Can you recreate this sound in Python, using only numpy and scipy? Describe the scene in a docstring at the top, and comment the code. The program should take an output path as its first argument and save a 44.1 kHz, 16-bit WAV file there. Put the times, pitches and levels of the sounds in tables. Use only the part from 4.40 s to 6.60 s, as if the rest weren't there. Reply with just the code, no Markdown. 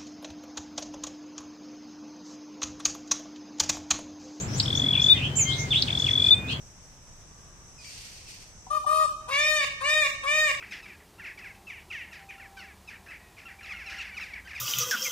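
"""Outdoors in a walled yard in a city, a small caged bird sings two phrases.
Each is a sharp falling tick, a fast swelling trill of tone pulses, and a held note on an arched pitch.
Other birds are gliding tones: chirps, whistles and a slur, blurred by scattered reflections.
Behind them, coloured noise makes traffic, a passing vehicle, a faint steady hiss and a treble hiss
that rises and falls in level; a wavering low tone makes an engine's hum."""
import sys
import numpy as np
from scipy import signal
from scipy.fft import rfft, irfft
from scipy.io import wavfile

SR = 44100
rng = np.random.default_rng(int(sys.argv[2]) if len(sys.argv) > 2 else 0)


def output_pcm(signal):
    """Save a mono or channel-first signal as 16-bit PCM at the path in sys.argv[1].

    Samples are clipped to [-1, 1] before scaling.
    """
    pcm = np.clip(np.atleast_2d(signal).T, -1, 1) * 32767
    wavfile.write(sys.argv[1], SR, np.round(pcm).astype(np.int16))


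N = 97020

# The held note closing each trill, and the carrier of that trill:
# start_s, length_s, pitch_hz, level_db, trill_carrier_hz
HELD_NOTES = [(.696, 0.044, 3609, -9.3, 3400), (1.9052, 0.0425, 3578, -8.7, 3383)]

YARD_T60_S, YARD_RISE_S = 0.21, 0.0021
FAR_RISE_S = 0.011  # slower build-up of the reflections of a far bird
DENSE_TAPS_PER_S, SPARSE_TAPS_PER_S = 3000, 750
SINGER_PAN_DB, SINGER_LAG_S = 5, 0.000325


def amp(db):
    """Level and amplitude: 20 dB is a factor of ten."""
    return 10 ** (np.asarray(db) / 20)


def evened(x):
    """Normalisation of power: scales to rms 1."""
    return x / np.sqrt(np.mean(x ** 2) + 1e-20)


def read(points, hz):
    """Interpolates a spectrum on a logarithmic frequency axis."""
    f, value = np.transpose(points)
    return np.interp(np.log(hz + 1), np.log(f + 1), value)


def curve(points):
    """Amplitude envelope: gain over time, interpolated in decibels between (s, dB) points."""
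    return amp(np.interp(np.arange(N) / SR, *np.transpose(points)))


def add(mix, s, sound):
    """Superposition: adds a stereo sound at time s, cut to fit the mix."""
    at = round(s * SR)
    sound = sound[:, max(-at, 0):]
    part = mix[:, max(at, 0):][:, :sound.shape[1]]
    part += sound[:, :part.shape[1]]


def pan(db):
    """Interaural level difference: left and right gains, positive dB to the left."""
    return amp([[db / 2], [-db / 2]])


def drift(t, seconds):
    """Random modulation of about unit size: Gaussian knots at the given spacing, joined by lines."""
    knots = rng.standard_normal(size=256)
    return np.interp((t - t[0]) / seconds, np.arange(len(knots)), knots)


def fades(t, length, attack, release):
    """Amplitude envelope with quarter-sine attack and release."""
    rise = np.sin(np.pi / 2 * np.clip(t / attack, 0, 1))
    fall = np.sin(np.pi / 2 * np.clip((length - t) / release, 0, 1))
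    return rise * fall


def sweep(t, hz):
    """Frequency modulation: phase is the integral of a slightly unsteady pitch curve."""
    waver, waver_s = 0.004, 0.003  # share of the pitch, spacing of its changes
    return 2 * np.pi * np.cumsum(hz * (1 + waver * drift(t, waver_s))) / SR


def bend(u, first, middle, last):
    """Continuous glide: a parabola of pitch through three equally spaced points."""
    return np.polyval(np.polyfit([0, .5, 1], [first, middle, last], 2), u)


def yard(x, t60=YARD_T60_S, rise_s=YARD_RISE_S, taps_per_s=SPARSE_TAPS_PER_S):
    """Reverberation: convolution with random reflections that build up and die away exponentially."""
    t = np.arange(SR // 2) / SR
    taps = rng.choice([-1., 1.], (2, len(t))) * (rng.random((2, len(t))) < taps_per_s / SR)
    taps *= (1 - np.exp(-t / rise_s)) * amp(-60 * t / t60)
    taps /= np.linalg.norm(taps, axis=1, keepdims=True)  # unit energy in each channel
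    return signal.fftconvolve(x, taps, axes=1)


def noise(spectrum):
    """Spectral shaping of partly coherent noise: nearly mono in the bass, overall rms 1."""
    # Coherence of the two channels: frequency_hz, correlation (-1 to 1)
    coherence = [(30, 0.99), (160, 0.96), (350, 0.87), (700, 0.34), (1400, -.25), (3000, 0.09),
                 (10000, 0.02)]
    hz = np.fft.rfftfreq(N, 1 / SR)
    a, b = rfft(rng.standard_normal((2, N)))
    same = np.clip(read(coherence, hz), -1, 1)
    right = same * a + np.sqrt(1 - same ** 2) * b
    return evened(irfft(np.array([a, right]) * amp(read(spectrum, hz)), N))


def city():
    """Broadband noise for traffic and a faint hiss; a frequency-modulated tone for the engine."""
    # Colour of the traffic: frequency_hz, relative_density_db
    traffic_colour = [(15, -51.5), (25, -27), (67, -7.5), (133, 0.5), (150, -12), (173, -9), (216, -13),
                      (267, -10.5), (291, -14), (400, -19), (1600, -28), (2080, -44), (3520, -120)]
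    # Course of the traffic: time_s, relative_level_db
    traffic_course = [(.45, 0.9), (.9, 0.03), (2.2, -1)]
    # Peak amplitude of a distant engine's hum before panning: time_s, level_db
    hum_course = [(0, -36.5), (.7, -35.5), (1.1, -32.5), (1.65, -43), (1.9, -62), (2.2, -35.5)]
    # Colour of the outdoor hiss: frequency_hz, relative_density_db
    hiss_colour = [(800, -21.5), (1600, -2), (2500, -1), (4000, -20), (6500, -12.5), (8500, -19),
                   (10000, -27), (13000, -30), (15000, -22), (16000, -24.5)]
    traffic_db, hiss_db, pan_db = -33, -46.5, 1.8
    hum_hz, hum_waver, hum_waver_s = 144.9, 0.0057, 0.0806
    t = np.arange(N) / SR
    turns = np.cumsum(hum_hz * (1 + hum_waver * drift(t, hum_waver_s))) / SR
    hum = curve(hum_course) * np.sin(2 * np.pi * turns)
    traffic = amp(traffic_db) * curve(traffic_course) * noise(traffic_colour)
    return pan(pan_db) * (traffic + hum) + amp(hiss_db) * noise(hiss_colour)


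def vehicle():
    """Pass-by some streets away: engine and tyre noise under a Gaussian swell."""
    # Colour of the vehicle: frequency_hz, relative_density_db
    vehicle_colour = [(100, -39), (180, -3.5), (270, 1.5), (400, -23.5), (1000, -20), (2000, -55)]
    centre_s, width_s, level_db = 0.45, 0.16, -36.5
    t = np.arange(N) / SR
    swell = np.exp(-((t - centre_s) / width_s) ** 2)
    return amp(level_db) * swell * noise(vehicle_colour)


def treble_hiss():
    """Amplitude modulation of band noise: a treble hiss that rises and falls in level."""
    # Colour of the treble hiss: frequency_hz, relative_density_db
    treble_colour = [(2000, -29), (3200, 5), (4500, 2.5), (5500, -1), (7000, -6), (8500, -6.5),
                     (10000, -23), (16000, -23.5)]
    # Course of the treble hiss: time_s, level_db
    treble_course = [(0, -45), (.08, -54.5), (.19, -41.5), (.39, -42.5), (.54, -47.5), (.67, -40.5),
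                     (.92, -52), (1.03, -52.5), (1.1, -39), (1.27, -47), (1.36, -39.5), (1.52, -43),
                     (1.68, -39), (1.76, -45.5), (1.88, -37), (1.96, -54), (2.04, -63), (2.125, -39.5),
                     (2.2, -96)]
    return curve(treble_course) * noise(treble_colour)


def whistlers():
    """Pure tones: long, nearly level whistles of distant birds, with weak reverberation."""
    # Whistles; the level is the one reached toward the end, after the swell (negative sinks):
    # start_s, length_s, start_hz, middle_hz, end_hz, level_db, swell_db, left_over_right_db
    whistles = [(0.487, 0.14, 2400, 2424, 2434, -33.5, 20, -9.5),
                (.675, 0.18, 2440, 2470, 2460, -40, 0, -6.5), (0.886, 0.15, 3075, 3090, 3110, -42.5, 6, 19),
                (1.028, 0.092, 3110, 3148, 3150, -18, 27.5, 7.5),
                (1.045, 0.17, 2113, 2128, 2104, -42.5, -10, -4),
                (1.174, 0.12, 2102, 2125, 2080, -41.5, -12.5, -4),
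                (1.769, 0.13, 2380, 2410, 2446, -34, 18, 9),
                (1.91, 0.23, 2496, 2460, 2570, -37.5, -0.5, -4.5)]
    fade_s, wet_db = 0.03, -12
    out = np.zeros((2, N))
    for s, length, first, middle, last, db, swell_db, pan_db in whistles:
        t = np.arange(0, length, 1 / SR)
        hz = bend(t / length, first, middle, last) * (1 + 0.003 * drift(t, 0.026))
        gain = amp(db + swell_db * (t / length - 1.0)) * fades(t, length, fade_s, fade_s)
        note = pan(pan_db) * gain * np.sin(2 * np.pi * np.cumsum(hz) / SR)
        add(out, s, note)
        add(out, s, amp(wet_db) * yard(note))
    return out


def neighbours():
    """Direct-to-reverberant ratio: quick chirps, the further ones mostly reflections from the walls."""
    # Chirps of the other birds:
    # start_s, length_s, start_hz, middle_hz, end_hz, direct_db, reverberant_db, left_over_right_db
    chirps = [(-.005, 0.033, 5710, 7220, 7200, -36, -31, 2.5),
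              (0.072, 0.032, 4920, 5700, 6230, -52, -38.5, -1),
              (0.116, 0.043, 5080, 6160, 6760, -51, -33, 4.5),
              (0.154, 0.033, 6470, 7360, 7960, -54, -31.5, 3),
              (0.225, 0.017, 4750, 5320, 5600, -29.5, -31, 4.5),
              (0.339, 0.028, 5120, 6500, 7300, -51.5, -29, 3.5),
              (0.427, 0.055, 1917, 2120, 2400, -48, -43.5, -3),
              (0.515, 0.057, 3500, 2737, 2030, -36, -29.5, 5),
              (0.594, 0.04, 4900, 6500, 7600, -64, -31.5, 3.5),
              (0.728, 0.059, 3610, 3007, 1940, -51, -27, 3), (0.743, 0.012, 2160, 2010, 1890, -42, -28, 0),
              (0.809, 0.05, 2400, 3003, 3480, -30.5, -24, 0),
              (0.955, 0.0059, 5970, 7130, 7970, -33, -19, 0),
              (0.966, 0.0413, 7350, 7260, 7160, -22.5, -27, -11.5),
              (0.99, 0.056, 7150, 6740, 5860, -18.5, -23, 1.5),
              (0.984, 0.027, 3115, 2380, 2070, -35.5, -31.5, 3),
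              (1.091, 0.036, 3140, 3560, 4320, -46, -22.5, 2),
              (1.154, 0.069, 6180, 6270, 6410, -43.5, -39, -10),
              (1.179, 0.022, 5300, 6240, 7420, -47, -27.5, 4),
              (1.468, 0.031, 3375, 2700, 1870, -34, -31, -1),
              (1.577, 0.017, 4950, 6450, 7450, -63, -31.5, 1),
              (1.652, 0.051, 3230, 2424, 1680, -34.5, -32.5, 2),
              (1.643, 0.033, 7270, 6700, 6000, -54, -50, 4.5),
              (1.687, 0.025, 4920, 5900, 6840, -60, -37.5, 1.5),
              (1.947, 0.013, 7800, 8260, 8600, -42.5, -45.5, 0),
              (2.066, 0.047, 3380, 4060, 4900, -65, -32.5, -0.5),
              (2.083, 0.05, 2410, 3115, 3430, -33.5, -26.5, 0.5)]
    attack, release = 0.13, 0.42  # shares of the length
    octave_db, direct_octave_share = -27, 0.24
    waver, waver_s = 0.005, 0.0012
    far_below_db = -5  # direct over reverberant level; below this a bird counts as far
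    out = np.zeros((2, N))
    for s, length, first, middle, last, db, wet_db, pan_db in chirps:
        t = np.arange(0, length, 1 / SR)
        hz = bend(t / length, first, middle, last) * (1 + waver * drift(t, waver_s))
        phase = sweep(t, hz)
        gain = pan(pan_db) * fades(t / length, 1.0, attack, release)
        octave = amp(octave_db) * np.sin(2 * phase)
        add(out, s, amp(db) * gain * (np.sin(phase) + direct_octave_share * octave))
        # reflections of a far bird are denser and build up slowly
        rise_s, taps_per_s = YARD_RISE_S, SPARSE_TAPS_PER_S
        if db - wet_db < far_below_db:
            rise_s, taps_per_s = FAR_RISE_S, DENSE_TAPS_PER_S
        reflected = yard(gain * (np.sin(phase) + octave), rise_s=rise_s, taps_per_s=taps_per_s)
        add(out, s, amp(wet_db) * reflected)
    return out


def slur():
    """Frequency modulation: a nearer bird's loud note dips and climbs, with strong reflections."""
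    # Course of the note: time_s, pitch_hz, level_db
    note_course = [(1.306, 3580, -25.5), (1.320, 3480, -17), (1.329, 3127, -17), (1.333, 2456, -29),
                   (1.34, 2046, -37.5), (1.347, 2842, -22), (1.357, 3157, -26), (1.361, 3343, -12),
                   (1.369, 3590, -21.5), (1.379, 3830, -20.5), (1.392, 4280, -45)]
    wet_db, pan_db = -1.5, 1
    s, pitch, db = np.transpose(note_course)
    t = np.arange(s[0], s[-1], 1 / SR)
    gain = amp(np.interp(t, s, db)) * fades(t - s[0], s[-1] - s[0], .002, 0.0034)
    note = pan(pan_db) * gain * np.sin(sweep(t, np.interp(t, s, pitch)))
    out = np.zeros((2, N))
    add(out, s[0], note)
    add(out, s[0], amp(wet_db) * yard(note, rise_s=FAR_RISE_S))
    return out


def voice(phase, hz, gain, pan_db, lag_s):
    """Weak harmonics on a nearly pure tone, with an arrival lag at the right microphone."""
    # Overtones of the singer: multiple, level_db relative to the fundamental
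    overtones = [(2, -40), (4, -46.5)]
    phase = np.array([phase, phase - 2 * np.pi * hz * lag_s])
    tone = np.sin(phase)
    for multiple, db in overtones:
        tone += amp(db) * np.sin(round(multiple) * phase)
    return pan(pan_db) * gain * tone


def add_ticks(out):
    """Transient: a steep falling chirp scattered in the cage, with a decaying noisy crack."""
    # The tick that opens each phrase: time_s, level_db, left_over_right_db
    openings = [(0.2013, -11.5, 2), (1.4242, -12, 3.5)]
    # Colour of the tick's noisy edge: frequency_hz, relative_density_db
    crack_colour = [(1300, -35), (2100, -7), (4200, 0), (5500, -8), (8000, -28)]
    tick_s, centre_hz, fall_hz_per_s, lag_s = 0.0028, 4315, 380000, 0.00027
    scatter_db, cage_t60_s = -6, 0.045
    crack_db, crack_s = -17, 0.004  # level relative to the tick, decay time constant
    for s, db, pan_db in openings:
        t = np.arange(-2 * tick_s, 4 * tick_s, 1 / SR)
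        hz = centre_hz - fall_hz_per_s * t
        tick = voice(sweep(t, hz), hz, amp(db) / np.cosh(2 * t / tick_s), pan_db, lag_s)
        add(out, s + t[0], tick)
        scatter = yard(tick, cage_t60_s, taps_per_s=DENSE_TAPS_PER_S)
        add(out, s + t[0], amp(scatter_db) * scatter)
        decay = np.exp(-np.arange(N) / SR / crack_s)
        add(out, s, amp(db + crack_db) * decay * noise(crack_colour))


def add_trills(out):
    """Amplitude modulation: one carrier chopped into pulses that lengthen, flatten and swell."""
    # Centres of the pulses: time_s
    pulse_centres = [.2605, .2829, .3068, .331, .3547, .3776, .4003, .4228, .445, .4678, .49, .5121, .5351,
                     .5572, .5798, .6017, .6235, .646, .6678, .690, 1.4832, 1.5066, 1.5305, 1.5545, 1.578,
                     1.6019, 1.6245, 1.647, 1.6693, 1.6916, 1.714, 1.7366, 1.7591, 1.7807, 1.8025, 1.825,
                     1.8473, 1.8695, 1.8905]
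    # Pulse shape as the held note nears: time_before_it_s, length_s, pitch_hz, glide_hz_per_s
    pulse_shape = [(.014, .0165, 3480, -4000), (.04, .0145, 3440, -1000), (.15, .013, 3415, 5000),
                   (.26, .012, 3410, 13000), (.32, .0105, 3455, 30000), (.38, .01, 3455, 52000),
                   (.44, .009, 3370, 105000)]
    # Swell toward the held note: time_before_it_s, level_db
    crescendo = [(.014, -13), (.1, -14.5), (.2, -16.5), (.3, -18.5), (.37, -19.5), (.44, -24)]
    scatter_db, scatter_hz = 0.6, 12  # random spread from pulse to pulse
    roundness, flick_hz = 0.9, 170
    nearing, *columns = np.transpose(pulse_shape)
    for s in pulse_centres:
        before, carrier_hz = min((row[0] - s, row[-1]) for row in HELD_NOTES if row[0] > s)
        louder, higher = rng.standard_normal(size=2)
        db = np.interp(before, *np.transpose(crescendo)) + scatter_db * louder
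        length, pitch, glide = (np.interp(before, nearing, column) for column in columns)
        t = np.arange(0, length, 1 / SR)
        # early pulses glide upward; a small flick raises each start and lowers each end
        flick = flick_hz * np.sign(length / 2 - t) * abs(1 - 2 * t / length) ** 4
        hz = pitch + scatter_hz * higher + glide * (t - length / 2) + flick
        arch = np.sin(np.pi * t / length) ** roundness
        phase = sweep(t, hz)
        # the middle of each pulse is in phase with one continuous carrier
        phase += 2 * np.pi * carrier_hz * s - phase[len(t) // 2]
        add(out, s - length / 2, voice(phase, hz, amp(db) * arch, SINGER_PAN_DB, SINGER_LAG_S))


def add_held_notes(out):
    """Sustained tone: pitch rises and falls in a parabolic arch under a quick attack."""
    arch_hz, attack_s, release_s = 85, 0.005, 0.012
    for s, length, pitch, db, _ in HELD_NOTES:
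        t = np.arange(0, length, 1 / SR)
        hz = pitch - arch_hz * (2 * t / length - 1) ** 2
        gain = amp(db) * fades(t, length, attack_s, release_s)
        add(out, s, voice(sweep(t, hz), hz, gain, SINGER_PAN_DB, SINGER_LAG_S))


def singer():
    """Direct sound, discrete echoes and reverberation of the song; pulses merge in the held note."""
    # Nearby surfaces and walls that throw the singer back: delay_s, level_db relative to the song
    echoes = [(.0024, -19), (.0057, -14.5), (.0118, -20), (.031, -27), (.052, -24)]
    wet_db = -15.5
    song = np.zeros((2, N))
    add_ticks(song)
    add_trills(song)
    add_held_notes(song)
    heard = song + amp(wet_db) * yard(song[:1], taps_per_s=DENSE_TAPS_PER_S)[:, :N]
    for delay, db in echoes:
        add(heard, delay, amp(db) * song[::-1])  # channels swapped
    return heard


def scene():
    """Superposition of the singer, the other birds and the city."""
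    background = city() + vehicle() + treble_hiss()
    other_birds = whistlers() + neighbours() + slur()
    return background + other_birds + singer()


def record(dry):
    """Band limitation: a linear-phase low-pass filter as the recorder's upper edge."""
    edge_hz = 15900
    low_pass = signal.firwin(511, edge_hz, window=("kaiser", 9), fs=SR)
    return signal.oaconvolve(dry, low_pass[None], "same")


dry = scene()
out = record(dry)
output_pcm(out)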